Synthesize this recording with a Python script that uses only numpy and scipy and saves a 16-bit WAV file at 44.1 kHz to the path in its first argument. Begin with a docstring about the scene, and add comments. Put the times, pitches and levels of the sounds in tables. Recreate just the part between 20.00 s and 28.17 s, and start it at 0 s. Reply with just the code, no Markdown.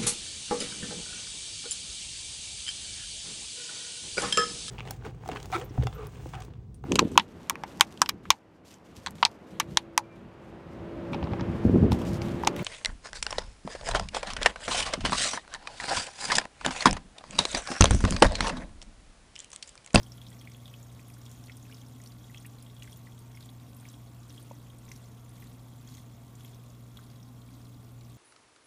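"""Aquarium filter trickle

Water trickles back into a tank in soft surges about twice a second: random bubbles, splashes and a fine fizz.
Single pops are short decaying rings with noise bursts, and one low plop is a pair of decaying modes.
The filter housing rings along through resonances, and changing echoes bounce around the water.
Pumps in a quiet room are sine tones and shaped noise, with a slowly swelling drone."""
import sys
import numpy as np
from scipy import signal
from scipy.fft import rfft, irfft
from scipy.io import wavfile
from scipy.ndimage import uniform_filter1d

SR = 44100
rng = np.random.default_rng(int(sys.argv[2]) if len(sys.argv) > 2 else 0)


def int16_out(signal):
    """Quantize to a 16-bit WAV file."""
    q = np.round(np.clip(np.atleast_2d(signal).T, -1, 1) * 32767)
    wavfile.write(sys.argv[1], SR, q.astype(np.int16))


N = 360297  # length in samples
MAINS_HZ = 60.005  # the hum and the throb of the fizz share this


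def trickle(bubbles_db=-1.0, splashes_db=-3.5, fizz_db=-67.0, follow=0.87, count=36):
    """Many small bubbles of every size, small wide splashes and a fine fizz, all swelling with the flow."""
    # colour of the small bubbles: pitch_hz [Hz], relative_db [dB]
    bubble_colour = [(1200, 11), (2000, -2), (3400, -4.5), (4800, -10), (6600, 4), (9000, -1.5),
                     (12000, -1), (15000, -3.5)]
    # colour of the small splashes: frequency_hz [Hz], relative_db [dB per Hz]
    splash_colour = [(1000, -30), (2000, -11), (4000, 10.5), (7000, 2.5), (11000, 5.5), (15400, -9)]
    # colour of the fizz under them: frequency_hz [Hz], relative_db [dB per Hz]
    fizz_colour = [(900, -17), (1600, -1), (2200, 5), (3400, 4), (4850, 0), (6700, 1), (10000, -3),
                   (13000, -3.5), (15400, 0)]
    throb = .28  # share by which the fizz throbs with the mains-driven pump
    flow_db = flow()

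    strengths = scattered(600., 4.2, 1.4)
    kind = rng.integers(0, count, N)
    small = np.zeros(N)
    for k, hz in enumerate(np.geomspace(1400, 14500, count)):
        ring = bubble(hz, 0.002 + 13.0 / hz, rng.random((3, 3)))
        # pitches lie wider apart higher up, so each stands for more of the spectrum
        share = gain_of(read(bubble_colour, hz)) * np.sqrt(hz) / np.linalg.norm(ring)
        small += signal.oaconvolve(strengths * (kind == k), share * ring)[:N]

    drops = signal.oaconvolve(scattered(200.0, 3.7, 2.1), splash_shape(0.0093, rise=.0007))[:N]
    splashes = drops * noise(lambda hz: read(splash_colour, hz), patchy_db=-2.5, size=256)
    near = gain_of(bubbles_db) * evened(small) + gain_of(splashes_db) * evened(splashes)

    fizz = noise(lambda hz: read(fizz_colour, hz), patchy_db=3.0, size=256)
    fizz = fizz * (1 + throb * np.cos(2 * np.pi * MAINS_HZ * np.arange(N) / SR))
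    fizz_level_db = fizz_db + follow * (flow_db - flow_db.mean())
    return gain_of(flow_db) * near, gain_of(fizz_level_db) * fizz


def flow():
    """Strength of the trickle in dB: a slow ebb with rounded surges on top."""
    # surges of the outflow: middle_s [s], above_steady_db [dB]
    surges = [(.3, 2), (.75, 1.5), (1.33, 3), (1.76, 2.5), (2.07, 1), (2.42, 1), (2.9, 3.5), (3.43, 2.5),
              (3.88, 4), (4.4, 3.5), (4.93, 3.5), (5.43, 4), (5.94, 5.5), (6.46, 4.5), (7.02, 2.5),
              (7.58, 2.5), (8.12, 3)]
    start_db, ebb_db_per_s = -68.5, -0.49
    surge_s = 0.068  # one standard deviation of the bell-shaped surge
    t = np.arange(0, N / SR + .02, .005)
    db = start_db + ebb_db_per_s * t
    for middle_s, up_db in surges:
        db = db + up_db * np.exp(-((t - middle_s) / surge_s) ** 2 / 2)
    return np.interp(np.arange(N) / SR, t, db)


def pops(lead=.001, wide_octaves=2.3, rag_octaves=0.32, rag_db=-6.0, ring_db=-1.5):
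    """The loudest bubbles: a ring, a ragged burst close around its pitch, and the wide splash that set it free."""
    # the loudest bubbles: time_s [s], level_db [dB before the trims above], pitch_hz [Hz],
    # splash_db [dB of the wide splash against level_db, before its envelope is halved]
    loud_bubbles = [(0.031, -46.5, 5400, -1), (0.0638, -55, 3100, -12), (0.0693, -54, 9500, -7.0),
                    (0.12, -45, 5520, -6), (0.173, -53.5, 10760, -6), (0.18, -51, 3360, -6),
                    (0.2162, -51, 3420, 1), (0.267, -47, 3740, -5), (0.2849, -52, 5430, -13),
                    (0.3028, -49.5, 8250, -10), (0.318, -58, 2000, -13), (0.3288, -58, 3420, -6),
                    (0.3477, -54.5, 6580, -8.0), (0.3675, -59, 2140, -8.0), (0.391, -52, 5400, -12),
                    (0.3967, -53, 5460, -7), (0.412, -50.5, 3320, -8), (0.415, -55, 8200, 2),
                    (0.417, -56, 2110, -9.0), (0.444, -54, 2640, -12), (0.4746, -44.5, 2190, -15),
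                    (0.4999, -56, 8600, -11.0), (0.518, -56, 2300, -1), (0.5188, -51.5, 5670, -20),
                    (0.547, -51, 3150, -11.0), (0.568, -51, 11100, -12.0), (0.657, -49, 3600, -3),
                    (0.679, -49, 3340, 0), (0.6994, -53, 5800, -11.0), (0.7396, -46.5, 2620, -5),
                    (0.8285, -49, 7000, -9.0), (0.9269, -56, 8240, -10.0), (0.994, -49.5, 2160, -19),
                    (1.0046, -57, 6900, -9.0), (1.083, -51.5, 10930, -9), (1.099, -52, 10000, -6),
                    (1.1015, -54, 2450, -7), (1.102, -60, 5350, -7), (1.123, -57, 9000, -10.0),
                    (1.1389, -52, 5730, -11), (1.1419, -52, 8830, -10), (1.168, -54, 1570, -11.0),
                    (1.1838, -54, 11300, -8.0), (1.2154, -51, 5660, -5), (1.2547, -54, 5400, 2),
                    (1.2616, -54, 8600, -12), (1.2637, -48, 3260, -6), (1.2936, -55, 7110, -8.0),
                    (1.3147, -50, 6600, 3), (1.326, -51.7, 6990, -9), (1.4392, -53.5, 5700, 2),
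                    (1.4597, -55, 9000, 3), (1.4703, -53, 4260, -2), (1.4837, -50, 2380, -11.0),
                    (1.4974, -41.5, 2250, -13), (1.519, -54.5, 3460, -2), (1.521, -53, 5360, -10),
                    (1.569, -48.5, 9500, -1), (1.5754, -54, 6040, -10.0), (1.6283, -52.5, 6500, -13),
                    (1.6534, -57, 2590, -13), (1.6981, -56, 1600, -9.0), (1.714, -55.0, 2400, -10.0),
                    (1.7141, -54, 5570, -12.0), (1.7252, -45, 2850, -11), (1.7356, -55, 10930, -9.0),
                    (1.745, -47, 5460, -15), (1.7694, -54, 4480, -10), (1.7826, -51, 3360, -10.0),
                    (1.8144, -55, 6050, -4.0), (1.8159, -57, 3300, -7.0), (1.8638, -54, 5480, -16.0),
                    (1.8837, -55, 8900, -11.0), (1.9617, -60, 3340, -12), (2.002, -56, 1970, -15.0),
                    (2.0164, -48.5, 6640, -8), (2.038, -53, 8900, 1), (2.0389, -55, 5730, -8),
                    (2.0606, -48.5, 4920, -1), (2.0738, -52, 10270, -6.0), (2.0738, -48, 5700, -14.0),
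                    (2.1057, -59, 3060, -7.0), (2.1197, -50, 4600, -14.0), (2.243, -54, 3600, -7.0),
                    (2.298, -56, 2000, -7), (2.3068, -54, 11970, -14.0), (2.327, -59, 7040, -12.0),
                    (2.346, -44.5, 2620, -5), (2.3606, -53, 2840, -3), (2.374, -47.5, 3280, -11.0),
                    (2.38, -49, 5900, -10.0), (2.402, -50.5, 8750, -12.0), (2.409, -56, 4240, -8.0),
                    (2.4255, -55, 6620, 1), (2.448, -48, 1890, -19), (2.455, -48, 2600, -12),
                    (2.4638, -43, 9250, -8), (2.4634, -51, 12300, -6), (2.524, -58, 6850, -2),
                    (2.585, -52, 4130, -16), (2.6091, -57, 4820, -12.0), (2.625, -46.5, 9670, -2),
                    (2.6644, -51, 3170, -7), (2.6994, -56, 3570, -6), (2.7498, -56, 8560, -11.0),
                    (2.7657, -55.5, 3330, -7.0), (2.7956, -56, 8650, -12.0), (2.823, -41, 2780, -6),
                    (2.832, -49, 6900, 1.5), (2.844, -54.9, 2160, -12.0), (2.8765, -46, 1970, -9),
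                    (2.9124, -53, 12060, -10.0), (2.9219, -49, 5700, -11.0), (2.9288, -52, 3350, -10.0),
                    (2.93, -49.5, 8860, -9.0), (2.9722, -50, 14190, -2), (3.0705, -47.5, 1960, -23),
                    (3.121, -58, 3330, -12), (3.177, -55, 3330, -12.0), (3.191, -55, 9020, 5),
                    (3.3464, -55, 2120, -12.0), (3.3524, -55, 5500, -11.0), (3.3634, -54.1, 10660, -9.0),
                    (3.373, -52, 2220, 1), (3.4077, -51.5, 4340, 3), (3.4265, -52, 4020, -2),
                    (3.4586, -51.5, 8240, -1), (3.491, -49.5, 3480, -15), (3.5005, -56, 10900, -10.0),
                    (3.5993, -57, 4200, -8), (3.747, -53, 8810, -7), (3.7673, -49, 12200, -14.0),
                    (3.7994, -54, 8600, -12.0), (3.808, -54, 8800, -7.0), (3.854, -48, 2310, -16.0),
                    (3.8642, -57, 10090, -5.0), (3.8875, -47, 6160, -13), (3.8996, -52, 8400, -9),
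                    (3.9181, -56, 11100, -9.0), (3.9286, -54, 8880, -10.0), (3.941, -53.5, 3320, -13.0),
                    (4.2034, -58, 6700, -9.0), (4.2339, -57, 4200, -6), (4.281, -56, 8950, -9.0),
                    (4.296, -47, 5600, -15.0), (4.3042, -54.5, 3720, 4), (4.3257, -53.5, 8630, -1),
                    (4.3786, -49.5, 3140, -13), (4.399, -55, 12100, -9), (4.405, -57, 4800, -10),
                    (4.427, -48.5, 9200, -15), (4.5172, -57, 6620, -3), (4.552, -59, 5870, -9.0),
                    (4.601, -57, 3850, -13), (4.668, -61, 2550, -12.0), (4.7016, -54, 3270, -11.0),
                    (4.7856, -52, 8860, -5), (4.8525, -57, 8680, -9.0), (4.8819, -55, 2300, -11),
                    (4.8887, -50, 5800, -9.0), (4.9164, -43.5, 2150, -5), (4.9173, -42.5, 6000, -5),
                    (4.9378, -56.2, 6030, -12.0), (4.9617, -50.1, 5800, 0), (5.058, -55, 6200, -10),
                    (5.293, -52, 8950, -15), (5.4012, -53, 14220, -5), (5.4212, -54, 12000, -8.0),
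                    (5.424, -48.5, 2100, -13.0), (5.4706, -57, 6650, -6.0), (5.4721, -57, 4080, -10),
                    (5.5299, -58, 8550, -11), (5.875, -59, 3370, -7.0), (5.8751, -49, 6400, -10.0),
                    (5.8886, -48, 4760, -11.0), (5.899, -55, 6100, -6), (5.925, -57, 4370, -9.0),
                    (5.9408, -53, 6300, -4), (5.9412, -53, 4480, -6), (5.95, -48.1, 6640, -2),
                    (5.9709, -55, 6620, 3), (5.9713, -56, 3800, -6), (5.981, -54, 4040, -5.0),
                    (5.9829, -56, 2180, -14.0), (5.9859, -59, 6600, 0), (6.3536, -51, 7100, -4),
                    (6.407, -53.5, 3400, 1), (6.4349, -56, 10990, -12.0), (6.448, -50.4, 3150, -10),
                    (6.4483, -50, 12350, -8), (6.458, -59, 6600, -14), (6.478, -55.7, 4270, -1),
                    (6.4927, -57, 8530, -6.0), (6.538, -58, 3560, -10), (6.5463, -54, 5500, -1),
                    (6.6364, -57, 10970, -7.0), (6.6386, -56.5, 2700, -6), (6.7027, -56, 6920, -10.0),
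                    (6.9714, -46, 3530, -4), (6.9717, -56, 11970, -7), (6.99, -48, 1330, -14),
                    (7.01, -60, 8660, -8.0), (7.1014, -58, 4780, 2), (7.1597, -57, 3850, -5),
                    (7.1996, -57, 3300, -13.0), (7.23, -54, 5530, -15.0), (7.4191, -54.5, 3620, -16),
                    (7.488, -59.5, 2420, -12.0), (7.5384, -56, 4170, -11.0), (7.6546, -58, 4170, -3),
                    (7.6691, -58, 3560, -7), (7.7439, -57, 4130, -10.0), (8.0102, -54.5, 4260, 0),
                    (8.0492, -57, 5530, -20)]
    out = np.zeros(N)
    chances = rng.random((len(loud_bubbles), 3, 3))
    hisses = rng.standard_normal((len(loud_bubbles), 500))
    snap = splash_shape(0.027, rise=0.00037) / 2
    rag = splash_shape(0.024, rise=0.00074) / 2
    bins = np.fft.rfftfreq(500, 1 / SR) + 1

    def around(hiss, hz, octaves):
        """Noise gathered around a pitch by a bell-shaped filter."""
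        return evened(irfft(rfft(hiss) * np.exp(-(np.log2(bins / hz) / octaves) ** 2)))

    for (s, db, hz, splash_db), chance, hiss in zip(loud_bubbles, chances, hisses):
        # a fixed time plus some cycles, so big low bubbles ring longer
        ring = bubble(hz, .006 + 14. / hz, chance)
        ragged = gain_of(db + rag_db) * around(hiss, hz, rag_octaves) * rag
        splash = gain_of(db + splash_db) * around(hiss, hz, wide_octaves) * snap
        add(out, s - lead, gain_of(db + ring_db) * ring)
        add(out, s - lead, ragged + splash)
    return out


def bubble(hz, t60, chance, spread=0.17, sides_db=-6.0, lag=.0025, rise=0.0004):
    """A cluster of three soft-starting, dying rings: one on the pitch, one above and one below."""
    lag_chance, pitch_chance, phase = chance[:, :, None]
    # the side rings start late by chance, up to lag seconds
    t = np.maximum(np.arange(1200) / SR - lag * lag_chance * [[0], [1], [1]], 0)
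    pitch = hz * (1 + spread * pitch_chance * [[0], [1], [-1]])
    envelope = (1 - np.exp(-t / rise)) ** 2 * gain_of(-60 * t / t60)
    rings = envelope * np.sin(2 * np.pi * (pitch * t + phase))
    cluster = rings[0] + gain_of(sides_db) * (rings[1] + rings[2])
    return cluster / abs(rings[0]).max()


def splash_shape(t60, rise=0.0039):
    """Soft-edged envelope of a drop hitting water: a quick rise, then a steady fall in dB."""
    t = np.arange(500) / SR
    shape = (1 - np.exp(-t / rise)) ** 2 * gain_of(-60 * t / t60)
    return shape / shape.max()


def scattered(per_s, spread_db, most):
    """Random moments, most of them weak and a few strong."""
    strength = gain_of(spread_db * np.minimum(rng.exponential(1, N), most))
    return strength * (rng.random(N) < per_s / SR)


def gulp():
    """A large bubble breaks the surface: a low plop whose modes swing together once, then die apart."""
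    # the hollow modes of the bubble: pitch_hz [Hz], peak_db [dB], t60_s [s to fall by 60 dB]
    hollow_modes = [(565, -40.2, .03), (930, -40, .023)]
    deepest_s, rise_s = 4.5129, .003  # the moment of the deepest swing, and the rise to it
    out = np.zeros(N)
    t = np.arange(3000) / SR
    rise = np.sin(np.pi / 2 * np.minimum(t / rise_s, 1)) ** 2
    after = np.maximum(t - rise_s, 0)
    for hz, db, t60 in hollow_modes:
        swing = -np.cos(2 * np.pi * hz * (t - rise_s))
        add(out, deepest_s - rise_s, rise * gain_of(db - 60 * after / t60) * swing)
    return out


def ringing(x):
    """The plastic box rings along: each mode is a dying cosine, faster to die when its resonance is wide."""
    # modes of the housing over the outflow: one column, pitch_hz [Hz]
    mode_pitches = [1945, 2145, 2700, 3350, 3650, 5400, 6570, 8810]
    # resonance of each mode: width_hz [Hz], level_db [dB at its pitch against the direct sound]
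    mode_shapes = [(90, -10), (109, -7.5), (320, -23), (140, 1), (220, -7), (160, -11), (338, -13),
                   (230, -23)]
    t = np.arange(2000) / SR
    modes = np.zeros(len(t))
    for hz, (width, db) in zip(mode_pitches, mode_shapes):
        modes += gain_of(db) * width * np.exp(-np.pi * width * t) * np.cos(2 * np.pi * hz * t)
    return x + signal.oaconvolve(x, modes * 2 * np.pi / SR)[:N]


def scatter(x, tail_db=-8.5, t60=0.07, drift_s=.06, count=3):
    """The sound bounces between lid, glass and a surface that never lies still."""
    t = np.arange(4000) / SR
    taps = rng.standard_normal((count, len(t))) * gain_of(-60 * t / t60) * (t > .001)
    # the echo paths take turns as the surface moves
    path = (np.arange(N) / SR / drift_s).astype(int) % count
    tails = np.zeros(N)
    for k, tap in enumerate(taps):
        tails += signal.oaconvolve(x * (path == k), tap / np.linalg.norm(tap))[:N]
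    return x + gain_of(tail_db) * tails


def pumps(whirr_db=-56.5):
    """Mains hum and steady machine tones as sines, with rumble and whirr as shaped noise."""
    # magnetic hum on the multiples of the mains, from the first up: one column, level_db [dB rms]
    hum_levels = [-73, -50, -65, -63, -75, -83, -82, -86, -88, -85]
    # shafts, impellers and fans in the room: pitch_hz [Hz], level_db [dB rms]
    machine_tones = [(21.75, -85), (39.25, -80), (46, -75), (58.5, -66), (76.1, -72), (83.25, -69),
                     (101.4, -73), (108.75, -74), (143, -73), (145.25, -71), (194, -74), (226.5, -68),
                     (264, -81), (314.75, -80), (330.6, -83), (409.6, -82), (526.6, -83), (557.1, -81),
                     (669, -83), (676.9, -82), (699.25, -82), (705.1, -85), (760.6, -79), (822.25, -83),
                     (877.75, -86), (907.9, -87), (994.75, -88), (1045.4, -87), (1050.3, -90),
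                     (1053.25, -86), (1056.25, -80), (1061.2, -89), (1108.8, -90), (1111.75, -84),
                     (1114.8, -88), (1117.75, -87), (1119.7, -85), (1122.6, -89), (1170.4, -90),
                     (1173.25, -80), (1178.25, -88)]
    # a faint whistle of the electronics: pitch_hz [Hz], level_db [dB rms]
    whistle_tones = [(14950, -94), (15000, -92), (15050, -92)]
    # colour of rumble and whirr: frequency_hz [Hz], relative_db [dB per Hz]
    whirr_colour = [(15, -70), (25, -7), (50, -4.5), (70, 0), (160, -2.5), (260, -4.5), (310, -5.5),
                    (390, -12), (430, -11), (720, -14.5), (1000, -20.5), (1400, -17.5), (1650, -25.5),
                    (3000, -32)]
    # humps of the cabinet in the whirr: middle_hz [Hz], width_hz [Hz], above_db [dB]
    cabinet_humps = [(119.4, 9.2, 5.3), (138.5, 8.1, 5.9), (199, 11, 3.2), (289, 13, 5.8), (434, 13, 4.9),
                     (678, 44, 2.7), (932, 135, 6), (1048, 11, 7.9), (1132, 26, 8.2), (1108, 22, 2.7)]
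    t = np.arange(N) / SR
    lines = [(MAINS_HZ * (k + 1), db) for k, db in enumerate(hum_levels)]
    lines += list(machine_tones) + list(whistle_tones)
    tones = np.zeros(N)
    for hz, db in lines:
        # the root of 2 turns an rms level into a peak
        tones += gain_of(db) * np.sqrt(2) * np.sin(2 * np.pi * (hz * t + rng.random()))

    def colour(hz):
        """The whirr's colour with the humps on top, in dB."""
        humps = sum(db / (1 + (2 * (hz - f) / w) ** 2) for f, w, db in cabinet_humps)
        return read(whirr_colour, hz) + humps

    return tones + gain_of(whirr_db) * noise(colour, patchy_db=2.0, size=8192)


def drone():
    """A fuzzy narrow band of cabinet hum that swells slowly, as two machines drift in and out of step."""
    centre_hz, width_hz, middle_db = 256.6, 8, -68.5
    swell_s, swell_top_s, swell_db = 2, 1.63, 7.5  # period, a loudest moment, dB up and down
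    band = noise(lambda hz: -20 * np.log10(1 + (2 * (hz - centre_hz) / width_hz) ** 2),
                 patchy_db=1.5, size=16384)
    swell = np.cos(2 * np.pi * (np.arange(N) / SR - swell_top_s) / swell_s)
    return gain_of(middle_db + swell_db * swell) * band


def noise(colour_db, patchy_db, size):
    """Noise built from random short-time spectra of a given colour with drifting patches."""
    frames, hz = 4 * N // size + 5, np.fft.rfftfreq(size, 1 / SR)
    a, b, patches = rng.standard_normal((frames, len(hz), 3)).T
    # smooth the patches over neighbouring frequencies, then over time
    patches = uniform_filter1d(patches, size=5, axis=0)
    patches = evened(uniform_filter1d(patches, size=9, axis=1))
    spectra = (a + 1j * b) * gain_of(colour_db(hz)[:, None] + patchy_db * patches)
    sound = signal.istft(spectra, nperseg=size, noverlap=3 * size // 4)[1]
    return evened(sound[:N])


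def gain_of(db):
    """Decibels to a factor."""
    return 10 ** (np.asarray(db) / 20)


def evened(x):
    """Scales to rms 1."""
    return x / np.sqrt(np.mean(x ** 2) + 1e-20)


def read(points, hz):
    """Reads a spectrum between its points on a log-frequency axis."""
    f, value = np.transpose(points)
    return np.interp(np.log(hz + 1), np.log(f + 1), value)


def add(mix, s, sound):
    """Mixes a sound in at s seconds."""
    part = mix[round(s * SR):][:len(sound)]
    part += sound[:len(part)]


def scene():
    """Water in its housing, pumps around it."""
    small, fizz = trickle()
    water = ringing(scatter(pops() + small) + fizz)
    return (water + gulp() + pumps() + drone())[None]


def record(dry):
    """The band limit: a steep low-pass filter takes away the highest treble."""
    edge_hz = 15290
    low_pass = signal.firwin(1023, edge_hz, window=("kaiser", 9), fs=SR)
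    return signal.oaconvolve(dry, low_pass[None], "same")


dry = scene()
out = record(dry)
int16_out(out)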